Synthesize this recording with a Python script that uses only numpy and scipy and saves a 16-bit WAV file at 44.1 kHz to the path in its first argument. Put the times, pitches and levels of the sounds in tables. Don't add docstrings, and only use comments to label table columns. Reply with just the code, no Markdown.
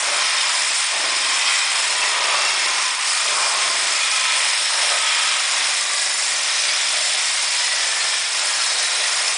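import sys
import numpy as np
from scipy import signal
from scipy.fft import rfft, irfft, next_fast_len
from scipy.io import wavfile
from scipy.ndimage import uniform_filter1d, map_coordinates

SR = 44100
rng = np.random.default_rng(int(sys.argv[2]) if len(sys.argv) > 2 else 0)


def amplitude_ratio(level_db):
    exponent = np.asarray(level_db, float) / 20
    return 10 ** exponent


def master_out(mix):
    frames = np.transpose(np.atleast_2d(mix))
    ceiling = np.clip(frames, -1, 1)
    pcm = np.round(ceiling * 32767).astype(np.int16)
    wavfile.write(sys.argv[1], SR, pcm)


N = 413216
TIME = np.arange(N) / SR


def unit(x):
    return x / np.sqrt(np.mean(x ** 2))


def colour(x, points):
    size = next_fast_len(len(x) + SR // 4)
    hz, db = np.transpose(points)
    bins_hz = np.arange(size // 2 + 1) * SR / size
    gain = amplitude_ratio(np.interp(np.log(bins_hz + 1), np.log(hz), db))
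    return irfft(rfft(x, size) * gain, size)[:len(x)]


def highpass(x, hz):
    return signal.sosfilt(signal.butter(4, hz, "high", fs=SR, output="sos"), x)


def ring(x, modes):
    x = unit(x)
    out = x.copy()
    for hz, width, db in modes:
        out += amplitude_ratio(db) * unit(signal.lfilter(*signal.iirpeak(hz, hz / width, SR), x))
    return unit(out)


def walk(rate):
    k = int(SR / rate)
    held = np.repeat(rng.standard_normal(N // k + 1), k)
    return 1.14 * uniform_filter1d(uniform_filter1d(held, k), k)[:N]


def swell(s, rise_s, hold_s, fall_s):
    return np.clip(np.minimum((TIME - s) / rise_s + 1, 1 - (TIME - s - hold_s) / fall_s), 0, 1)


def diffuse(x, t60_s, wet_db):
    keep = amplitude_ratio(-120 / (t60_s * SR))
    power = signal.lfilter([1 - keep], [1, -keep], x ** 2, zi=[np.mean(x ** 2)])[0]
    return unit(x + amplitude_ratio(wet_db) * np.sqrt(power) * rng.standard_normal(N))


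# time of the fullest skid in seconds, length in seconds, drive change in dB,
# change of contact with the slab in dB.
SKIDS = [(0.83, 0.21, 0.5, -8), (1.66, 0.17, -1, 0.5), (2.3, 0.14, 1, 3), (2.977, 0.2, -4, -8),
         (2.847, .2, 1.5, -6), (3.132, 0.2, 1, -4), (4.286, 0.16, -1.5, 0), (6.155, 0.073, -2.5, -3),
         (7.167, 0.085, -1.5, 1), (8.26, 0.23, -3, -2.5), (8.885, 0.054, -2.5, -3)]


def skids():
    drive = sum(db * swell(s, length / 2, 0, length / 2) for s, length, db, _ in SKIDS)
    recontact_s = .03
    lifted = sum(db * swell(s, length / 2, length / 3, recontact_s) for s, length, _, db in SKIDS)
    return drive, lifted


# time in seconds, gain in dB, hold in seconds.
BITES = [(0.08, 8.5, 0.054), (0.944, 6.5, 0.14), (1.796, 3.5, 0.25), (2.16, 7.5, 0.27), (3.242, 6, 0.45),
         (3.95, -2, .08), (4.404, 4, .03), (4.82, 8, 0.12), (6.35, 0.5, .15), (6.995, 4.5, 0.064),
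         (7.65, 2.5, 0.18), (8.773, 4, .04), (8.966, 7, 0.044), (9.22, 4, .08)]


def bites():
    return np.max([db * swell(s, 0.11, hold, 0.21) for s, db, hold in BITES], axis=0)


# start in seconds, length in seconds, slab hum in dB.
PUSHES = [
    (-.2, 0.91, -73),
    (0.967, 0.34, -67),
    (1.42, .18, -82),
    (1.79, 1.1, -69.5),
    (3.07, 0.19, -76),
    (3.287, 0.64, -65.5),
    (4.02, .18, -79),
    (4.35, 0.97, -73),
    (5.505, 2.8, -71),
    (8.302, 1.3, -71),
]


def pushes():
    eased_db, lean_s, ease_s = -82, 0.034, 0.16
    return eased_db + np.max([(db - eased_db) * swell(s, lean_s, length, ease_s)
                              for s, length, db in PUSHES], axis=0)


# time in seconds, rattle in dB, large pieces over small ones in dB,
# grit thrown up in dB.
HEAP = [(0.0, -24, -6.5, -0.5), (0.21, -20.5, -7, -0.5), (1.04, -22.5, -7, -1), (1.51, -19.5, -8, 0),
        (1.85, -21.5, -7.5, -0.5), (2.14, -20, -7, -1.5), (3.08, -22.5, -6.5, -0.5),
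        (3.31, -21.5, -9.5, -1), (3.39, -22, -5, -0.5), (4.28, -20.5, -10.5, -0.5), (4.7, -22.5, -9, 0),
        (5.19, -20, -9.5, -0.5), (6.08, -25, -8.5, 0), (6.78, -22.5, -10.5, 0), (8.87, -24, -9.5, 0),
        (9.0, -22.5, -10, 0), (9.32, -23, -7, 0), (9.37, -26, -9, -3)]
FLICKER_DB = 1.0, 0.3, 0.4, 0.2


def effort():
    skid, lifted = skids()
    bite, grip = bites(), pushes()
    s, rattle_db, size_db, dust_db = np.transpose(HEAP)
    rattle = np.interp(TIME, s, rattle_db) + 0.41 * skid
    size = np.interp(TIME, s, size_db)
    big = -1 + rattle + 0.15 * lifted + size + 0.11 * bite
    middle = -5.5 + rattle - 0.15 * size
    small = -9 + rattle - 0.51 * size
    grit = -23.5 + 0.12 * (rattle - np.mean(rattle)) + skid + np.interp(TIME, s, dust_db)
    layers = [db + spread * walk(14) for db, spread in zip((big, middle, small, grit), FLICKER_DB)]
    contact = -44 + bite + lifted + 0.54 * walk(16)
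    hum = grip + 0.55 * lifted + .7 * walk(7.5)
    return amplitude_ratio(np.array(layers + [contact, hum]))


def handling():
    rumble = colour(rng.standard_normal(N), [(12, -14.0), (25, -5.5), (100, -6), (160, -24), (400, -66)])
    return amplitude_ratio(-78 + 2.2 * walk(8)) * unit(rumble)


# time in seconds, level in dB.
JOLTS = [(.15, -63), (.7, -69), (.8, -64), (1.59, -66), (2.04, -65), (2.32, -73), (2.71, -69), (3.05, -68),
         (3.4, -81), (4.15, -63), (4.93, -62), (5.95, -75), (7.3, -69), (8.17, -63)]


def jolts():
    shape = sum(amplitude_ratio(db) * swell(s, .02, .01, 0.072) for s, db in JOLTS)
    rumble = colour(rng.standard_normal(N), [(12, -10), (30, -7), (100, -1), (200, -3), (400, -61)])
    return shape * unit(rumble)


def echoes(pulses, t60_s, wet_db):
    length, at = SR // 3, np.flatnonzero(pulses)
    earlier = 7
    at = np.r_[at[0] - (at[1] - at[0]) * np.arange(earlier, 0, -1), at]
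    fade = amplitude_ratio(-60 * np.arange(length) / SR / t60_s)
    likeness = .93
    out, tail = np.zeros(N + 2 * length), rng.standard_normal(length)
    for i in at:
        tail = likeness * tail + np.sqrt(1 - likeness ** 2) * rng.standard_normal(length)
        strength = pulses[i] if i >= at[earlier] else 1
        out[i + length:][:length] += strength * tail * fade
    return unit(pulses + amplitude_ratio(wet_db) * out[length:length + N] / np.linalg.norm(fade))


def chatter(turns, rate, spread_db, lag, settle, rest, rebound_db, t60_s, wet_db):
    first = np.exp(-((turns - lag) % 1) / settle)
    rebound = np.exp(-((turns - lag - .36) % 1) / settle)
    gate = rest + first + amplitude_ratio(rebound_db) * rebound
    hit = rng.random(N) < rate / SR
    size = amplitude_ratio(spread_db * np.minimum(rng.exponential(size=N), 4))
    return diffuse(gate * hit * rng.standard_normal(N) * size, t60_s, wet_db)


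def blend(fresh, again, share):
    low = signal.butter(3, 2300, fs=SR, output="sos")
    return fresh + signal.sosfiltfilt(low, (np.sqrt(1 - share) - 1) * fresh + np.sqrt(share) * again)


def shifting(x, spread_db):
    f, frames, cells = signal.stft(x, SR, nperseg=512)
    where = np.meshgrid(f / 700, frames / .35, indexing="ij")
    patches = map_coordinates(rng.standard_normal((40, 40)), where, order=1)
    return signal.istft(cells * amplitude_ratio(spread_db * patches), SR, nperseg=512)[1][:N]


# frequency in Hz, width in Hz, level in dB.
STEEL = [(5136, 190, -16), (5440, 230, -26), (4690, 88, -22.5)]
# frequency in Hz, level in dB per Hz.
GRIT = [(2590, -43), (4400, -2.5), (5240, 0), (6230, -1.5), (7160, 0.5), (9490, -0.5), (10100, -3.5),
        (13100, -39), (22000, -120)]
# time in seconds, hold in seconds, share lost.
BURIED = [
    (.2, .25, 0.12),
    (2.245, 0.67, 0.28),
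    (7.75, 0.35, 0.2),
]


def steel_and_grit(dust, level):
    hiss = shifting(colour(ring(dust, STEEL), GRIT), spread_db=-0.55)
    steel = amplitude_ratio(1.16 + 0.3 * walk(16)) * level * unit(hiss)
    cover = sum(lost * swell(s, 0.17, hold, 0.057) for s, hold, lost in BURIED)
    return steel - cover * colour(steel, [(6000, -39), (7000, -8), (7800, -4.5), (20000, -13)])


def singing(knocks, table, cycles, overhang):
    out = np.zeros(N)
    for s, length, hz, db in table:
        here = slice(max(int((s - overhang) * SR), 0), min(int((s + length + overhang) * SR), N))
        mode = signal.iirpeak(hz, cycles, SR)
        tone = unit(signal.lfilter(*mode, signal.lfilter(*mode, knocks[here])))
        out[here] += amplitude_ratio(db) * tone * np.sqrt(np.hanning(len(tone)))
    return out


# start in seconds, length in seconds, pitch in Hz, level in dB.
GLINTS = [(.25, 0.46, 5140, -30), (.55, .3, 8270, -30), (.5, 0.36, 7200, -34), (.6, 0.35, 9000, -31),
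          (.95, .3, 5050, -28), (1.25, 0.33, 5400, -33), (1.5, .3, 5200, -33), (1.5, .6, 8250, -39),
          (1.9, .3, 6930, -38), (2.25, 0.45, 4690, -32), (2.45, 0.27, 5420, -39), (3.5, .4, 8350, -38),
          (3.6, 0.38, 6100, -42), (3.85, 0.28, 4690, -35), (3.9, .3, 8140, -39), (4.5, 0.44, 5270, -29),
          (4.652, .35, 9730, -32), (4.552, .55, 8310, -31), (5.95, 0.46, 9540, -32), (6.1, .3, 7060, -39),
          (6.2, 0.77, 5940, -30), (6.65, 0.32, 5000, -33), (6.8, .55, 8400, -34), (6.95, .3, 7200, -36),
          (7.3, 0.27, 4740, -33), (7.6, 0.31, 5130, -32), (7.95, .3, 7400, -38), (8.2, .35, 7050, -40),
          (8.2, 0.27, 8570, -41), (8.75, .4, 6260, -33), (8.85, .3, 9690, -36), (9.1, .27, 5200, -35)]


def glints(dust):
    return amplitude_ratio(-10.0) * singing(dust, GLINTS, cycles=7.5, overhang=0.068)


# start in seconds, length in seconds, pitch in Hz, level in dB.
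RINGS = [(0.0, 0.52, 3180, -38), (0.0, 0.65, 1035, -32), (0.26, 0.31, 3600, -37), (0.91, 0.77, 1060, -31),
         (1.008, 0.96, 2510, -34), (1.173, 0.68, 3150, -32), (1.32, 0.46, 2000, -31),
         (1.865, 0.52, 993, -29.5), (1.95, 0.41, 1880, -34), (2.09, 0.5, 1260, -29),
         (2.19, 0.53, 2680, -30.5), (2.248, 0.52, 2200, -33), (2.29, 0.43, 3280, -35),
         (2.66, 0.32, 1017, -29.5), (3.054, 0.35, 1233, -33), (3.25, 0.58, 1060, -28),
         (3.83, 0.71, 1293, -30.5), (4.04, 0.27, 3400, -34), (4.125, 0.42, 1026, -29.5),
         (4.95, 0.68, 1020, -38), (4.818, 0.6, 1277, -30), (4.954, 0.37, 3440, -33),
         (5.76, 0.44, 1990, -32), (6.202, 0.43, 1860, -40), (7.34, 0.41, 4120, -36),
         (7.52, 0.38, 1940, -28), (7.56, 0.78, 1770, -32), (8.34, 0.77, 1890, -38), (6.65, 0.58, 3470, -35),
         (8.5, 0.65, 3960, -30), (.05, .3, 4180, -43), (1.3, .35, 3700, -37), (1.45, 0.37, 2310, -35),
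         (1.9, 0.21, 2690, -37), (3.15, 0.31, 2410, -34), (3.35, .3, 4130, -41), (3.95, 0.35, 2454, -32),
         (5, 0.32, 3180, -32), (5.7, 0.37, 1177, -33), (5.75, 0.55, 3870, -37), (5.8, .3, 2410, -38),
         (5.9, 0.34, 1680, -33), (6.45, 0.39, 3920, -35), (7.4, 0.33, 985, -36), (8.45, .3, 1670, -32),
         (8.5, .4, 4280, -27), (8.6, .35, 3740, -32), (2.15, 0.39, 1163, -28), (6.6, .35, 2340, -40),
         (7.25, .3, 2190, -36)]


def leaning_tiles(loose):
    return amplitude_ratio(-5.5) * singing(loose, RINGS, cycles=14.8, overhang=0.06)


def single_knocks(table, t60_s, body_db, crack_db):
    length = 4410
    out, t = np.zeros(N + length), np.arange(length) / SR
    fade = amplitude_ratio(-60 * t / t60_s)
    for s, db, hz in table:
        crack = amplitude_ratio(crack_db) * rng.standard_normal(length)
        body = amplitude_ratio(body_db) * np.sin(2 * np.pi * hz * t)
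        out[int(s * SR):][:length] += amplitude_ratio(db) * fade * (crack + body)
    return amplitude_ratio(-11.5) * colour(out[:N], [(400, -28), (1500, -2.0), (5000, 0.0), (10000, -25.5)])


# time in seconds, peak in dB, pitch in Hz.
CLACKS = [(0.1191, -20, 2150), (0.6913, -10, 2170), (2.2393, -1, 2600), (2.4124, -4, 2110),
          (2.7896, -7, 2220), (3.426, -2, 2410), (3.7808, -18, 4995), (4.0053, -4, 2470),
          (4.1704, -10, 3380), (4.432, -3, 2450), (5.069, 0, 3320), (5.539, -10, 2430), (6.6825, -1, 4700),
          (8.005, -0.5, 4240), (8.45, -7, 1900), (2.417, -3, 1175), (5.778, -4, 5205), (6.579, -4, 5147),
          (6.69, -3, 2250), (6.945, -6, 2276), (7.372, -1, 2104), (7.668, -5, 5100), (8.431, -8, 5100),
          (8.6, 0, 1360), (9.038, -1, 1946), (9.229, -5, 5147), (6.4328, -7, 5000), (6.4961, 0, 5240),
          (6.7456, -4, 5130), (8.0666, -5, 5080), (8.7844, -11, 3740), (9.1825, -6, 5020),
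          (8.9075, -9, 3900)]


def clacks():
    return single_knocks(CLACKS, t60_s=0.17, body_db=-8.5, crack_db=-6.5)


# time in seconds, peak in dB, pitch in Hz.
PINGS = [(0.177, -7, 3210), (0.269, -1, 1310), (0.336, -4, 5200), (0.371, -5, 3640), (0.386, -6, 1060),
         (1.448, -4, 4631), (1.474, -5, 3195), (1.613, -1, 2449), (1.668, -11, 5205), (1.764, -7, 5130),
         (1.869, -5, 5147), (1.904, -6, 4171), (1.979, -5, 3253), (2.017, 0, 2660), (2.052, -5, 1980),
         (2.075, -5, 5147), (2.133, -5, 1243), (2.211, -3, 1243), (2.371, -7, 4688), (2.452, -1, 2736),
         (2.737, -7, 1013), (3.094, -6, 5147), (3.175, -7, 1300), (3.462, 0, 1071), (4.048, -8, 2449),
         (4.121, -3, 2470), (4.205, -9, 1030), (4.295, -6, 2400), (4.371, -6, 5147), (4.919, -2, 1250),
         (5.122, -3, 2430), (5.244, -6, 5837), (5.276, -3, 5147), (5.421, -8, 1020)]


def pings():
    return single_knocks(PINGS, t60_s=0.24, body_db=-7.0, crack_db=-14.0)


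# frequency in Hz, width in Hz, level in dB.
TILE = [(1252, 40, -32.5), (1060, 900, -18.5)]
BLADE = [(2430, 130, -28.5), (2110, 110, -30.5), (1386, 40, -29), (1846, 67, -32.5)]
CHIPS = [(3183, 68, -28), (3390, 91, -24.5), (3600, 80, -27.5), (3854, 110, -25.5), (4160, 83, -26)]
# frequency in Hz, level in dB per Hz.
BIG = [(410, -25), (700, -10), (787, -5), (1020, -0.5), (1180, -2), (1600, -6), (2080, -37), (3520, -120)]
MIDDLE = [(880, -21.5), (1500, -3.5), (1900, 2), (2390, 1.5), (2900, -6), (3770, -23.5), (6380, -120)]
SMALL = [(1650, -43), (2800, -1.5), (3730, 1.5), (4500, -2), (5850, -51.5), (9900, -120)]


def heap(knocks, loose, big, middle, small):
    large_pieces = amplitude_ratio(-1.5) * big * unit(colour(ring(knocks, TILE), BIG))
    middle_pieces = amplitude_ratio(-0.92) * middle * unit(colour(ring(loose, BLADE), MIDDLE))
    small_pieces = amplitude_ratio(-1.22) * small * unit(colour(ring(loose, CHIPS), SMALL))
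    return large_pieces + middle_pieces + small_pieces


# frequency in Hz, level in dB per Hz.
RUBBLE = [(65, -50), (110, -30.5), (140, -19.5), (242, -20), (318, -12.5), (474, -7), (588, 6), (800, -2),
          (1040, -13.5), (1760, -120)]


def rubble(knocks):
    return unit(colour(knocks, RUBBLE))


def drone(pulses, modes, width_hz, grip, wander_db):
    follow = 0.87
    eased = grip ** follow * amplitude_ratio(-71) ** (1 - follow)
    out = np.zeros(N)
    for hz, db in modes:
        mode = signal.iirpeak(hz, hz / width_hz, SR)
        drive = grip if hz == modes[0][0] else eased * amplitude_ratio(wander_db * walk(3.12))
        tone = unit(signal.lfilter(*mode, signal.lfilter(*mode, pulses)))
        out += drive * amplitude_ratio(db - modes[0][1]) * tone
    return out


# frequency in Hz, level in dB.
CLOSE_MODES = [(145.3, -67), (192, -72.5), (215.3, -69.5), (263.8, -71), (288, -61.5), (312.2, -59),
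               (336, -60), (360.7, -56), (382.2, -59), (409.1, -56), (432, -59), (506.0, -56), (600, -51.5),
               (672.9, -50)]
BACK_MODES = [(145.3, -69), (193.8, -67.5), (290.7, -61), (312.2, -59), (339.1, -62), (387.6, -64),
              (411, -62), (436.0, -60.5), (508.5, -58.5), (581.4, -49.5), (605, -53), (653, -51),
              (750.5, -49.5), (869, -52)]


def room_modes(pulses, grip, back):
    close = drone(pulses, CLOSE_MODES, 19, grip, wander_db=2.5)
    distant = drone(pulses, BACK_MODES, 12.0, grip, wander_db=0.0)
    return amplitude_ratio(3.5) * (1 - back) * close + amplitude_ratio(-1.0) * back * distant


def thump(pulses, back):
    close_db, back_db = -78, -72
    felt = amplitude_ratio(close_db + (back_db - close_db) * back + 1.5 * walk(5) + 2.5 * walk(30))
    return felt * unit(colour(pulses, [(15, -10.0), (45, 3.5), (110, 7), (200, -16.5), (400, -67.0)]))


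# frequency in Hz, level in dB.
SLAB = [(120, -59), (200, -41), (244, -29), (424, -5), (727, 9), (1090, -23), (1250, -12.5), (3110, -17),
        (4000, 4), (5200, -29), (8800, -120)]


def slab(again, back):
    return amplitude_ratio(1.5) * (0.5 + 0.53 * back) * unit(colour(again, SLAB))


# time in seconds, rate in Hz.
SPEED = [
    (0, 24.16),
    (.5, 24.1),
    (.8, 23.9),
    (1.4, 23.9),
    (1.7, 24.35),
    (2.1, 24.05),
    (3.9, 23.98),
    (4.3, 24.2),
    (6.5, 24.18),
    (9.37, 24.24),
]


def crank():
    return .97 + np.cumsum(np.interp(TIME, *np.transpose(SPEED))) / SR


def blows(turns, jitter_ms, scatter_db):
    at = np.flatnonzero(np.diff(np.floor(turns)) > 0)
    late, strength = rng.standard_normal((2, len(at)))
    at = np.clip(at + (jitter_ms * SR / 1000 * late).astype(int), 0, N - 1)
    pulses = np.zeros(N)
    pulses[at] = amplitude_ratio(scatter_db * strength)
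    return pulses


def scene():
    turns = crank()
    big, middle, small, grit, contact, grip = effort()
    pulses = blows(turns, jitter_ms=0.0098, scatter_db=1.8)
    back = np.clip((TIME - 4.45) / 0.26, 0, 1)
    again = echoes(pulses, t60_s=0.46, wet_db=22.0)

    knocks = chatter(turns, 3000, spread_db=2.5, lag=0.85, settle=0.14, rest=0.9, rebound_db=1.0,
                     t60_s=0.8, wet_db=6.5)
    loose = chatter(turns, 4000, spread_db=2.5, lag=0.86, settle=0.09, rest=0.9, rebound_db=-2.5,
                    t60_s=0.6, wet_db=7.5)
    dust = chatter(turns, 9000, spread_db=3.0, lag=0.87, settle=0.1, rest=0.55, rebound_db=-8.0,
                   t60_s=0.98, wet_db=6.5)
    shuffle = amplitude_ratio(-0.5 - 1.8 * back) * rubble(knocks)

    knocks = blend(knocks, highpass(again, 450), .3)
    loose = blend(loose, again, .1 + (.33 - .1) * back)
    dust = blend(dust, again, .04)

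    floor = room_modes(pulses, grip, back) + thump(pulses, back) + contact * (slab(again, back) + shuffle)
    air = heap(knocks, loose, big, middle, small) + steel_and_grit(dust, grit)
    air += leaning_tiles(loose) + glints(dust) + clacks() + pings()
    mono = floor + handling() + jolts() + highpass(air, 267)
    return np.array([mono, mono])


def patchy_treble(x, share, from_hz, depth_db, patchy_db):
    f, frames, cells = signal.stft(x, SR, nperseg=256)
    shape, patch = (44, len(frames) // 2 + 1), np.ones((3, 2))
    lost = np.kron(rng.random(shape), patch)[:len(f), :len(frames)]
    coarse = np.kron(rng.standard_normal(shape), patch)[:len(f), :len(frames)]
    treble = np.clip(f[:, None] / from_hz - 1, 0, 1)
    gain = amplitude_ratio(depth_db * (lost < share * treble) + patchy_db * treble * coarse)
    return signal.istft(cells * gain, SR, nperseg=256)[1][:N]


# time in seconds, low edge in Hz, high edge in Hz.
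FILLS = [(1.35, 5100, 6400), (3.925, 4600, 5800), (3.97, 4600, 6400), (5.78, 8200, 9700),
         (6.15, 5700, 7000), (6.83, 5700, 8400), (7.03, 5100, 7000), (7.89, 6300, 7700), (8.68, 4600, 6400),
         (9.345, 5700, 7000), (9.345, 8200, 9700)]


def side_noise(x):
    side, frame = np.zeros(N), 2048
    for s, lo_hz, hi_hz in FILLS:
        band = signal.cheby2(12, 60, [lo_hz - 150, hi_hz + 150], "band", fs=SR, output="sos")
        here = slice(int(s * SR) - frame // 2, int(s * SR) + frame // 2)
        noise = unit(signal.sosfilt(band, rng.standard_normal(2 * frame))[frame:])
        level = amplitude_ratio(-5.0) * np.std(signal.sosfilt(band, x[here]))
        side[here] += level * np.sqrt(np.hanning(frame)) * noise
    return side


def roll_off(x):
    return signal.sosfilt(signal.butter(12, 11140, fs=SR, output="sos"), x)


def record(dry):
    squash = np.tanh(dry[0]) - dry[0]
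    x = dry[0] + signal.sosfiltfilt(signal.butter(4, 500, "high", fs=SR, output="sos"), squash)
    x = patchy_treble(amplitude_ratio(0.68) * x, share=0.16, from_hz=3300, depth_db=-43.0, patchy_db=-1.0)
    x = signal.sosfilt(signal.ellip(16, .3, 90, 10060, fs=SR, output="sos"), x)
    mix = x + side_noise(x) * np.array([[1], [-1]])
    return roll_off(mix)


dry = scene()
out = record(dry)
master_out(out)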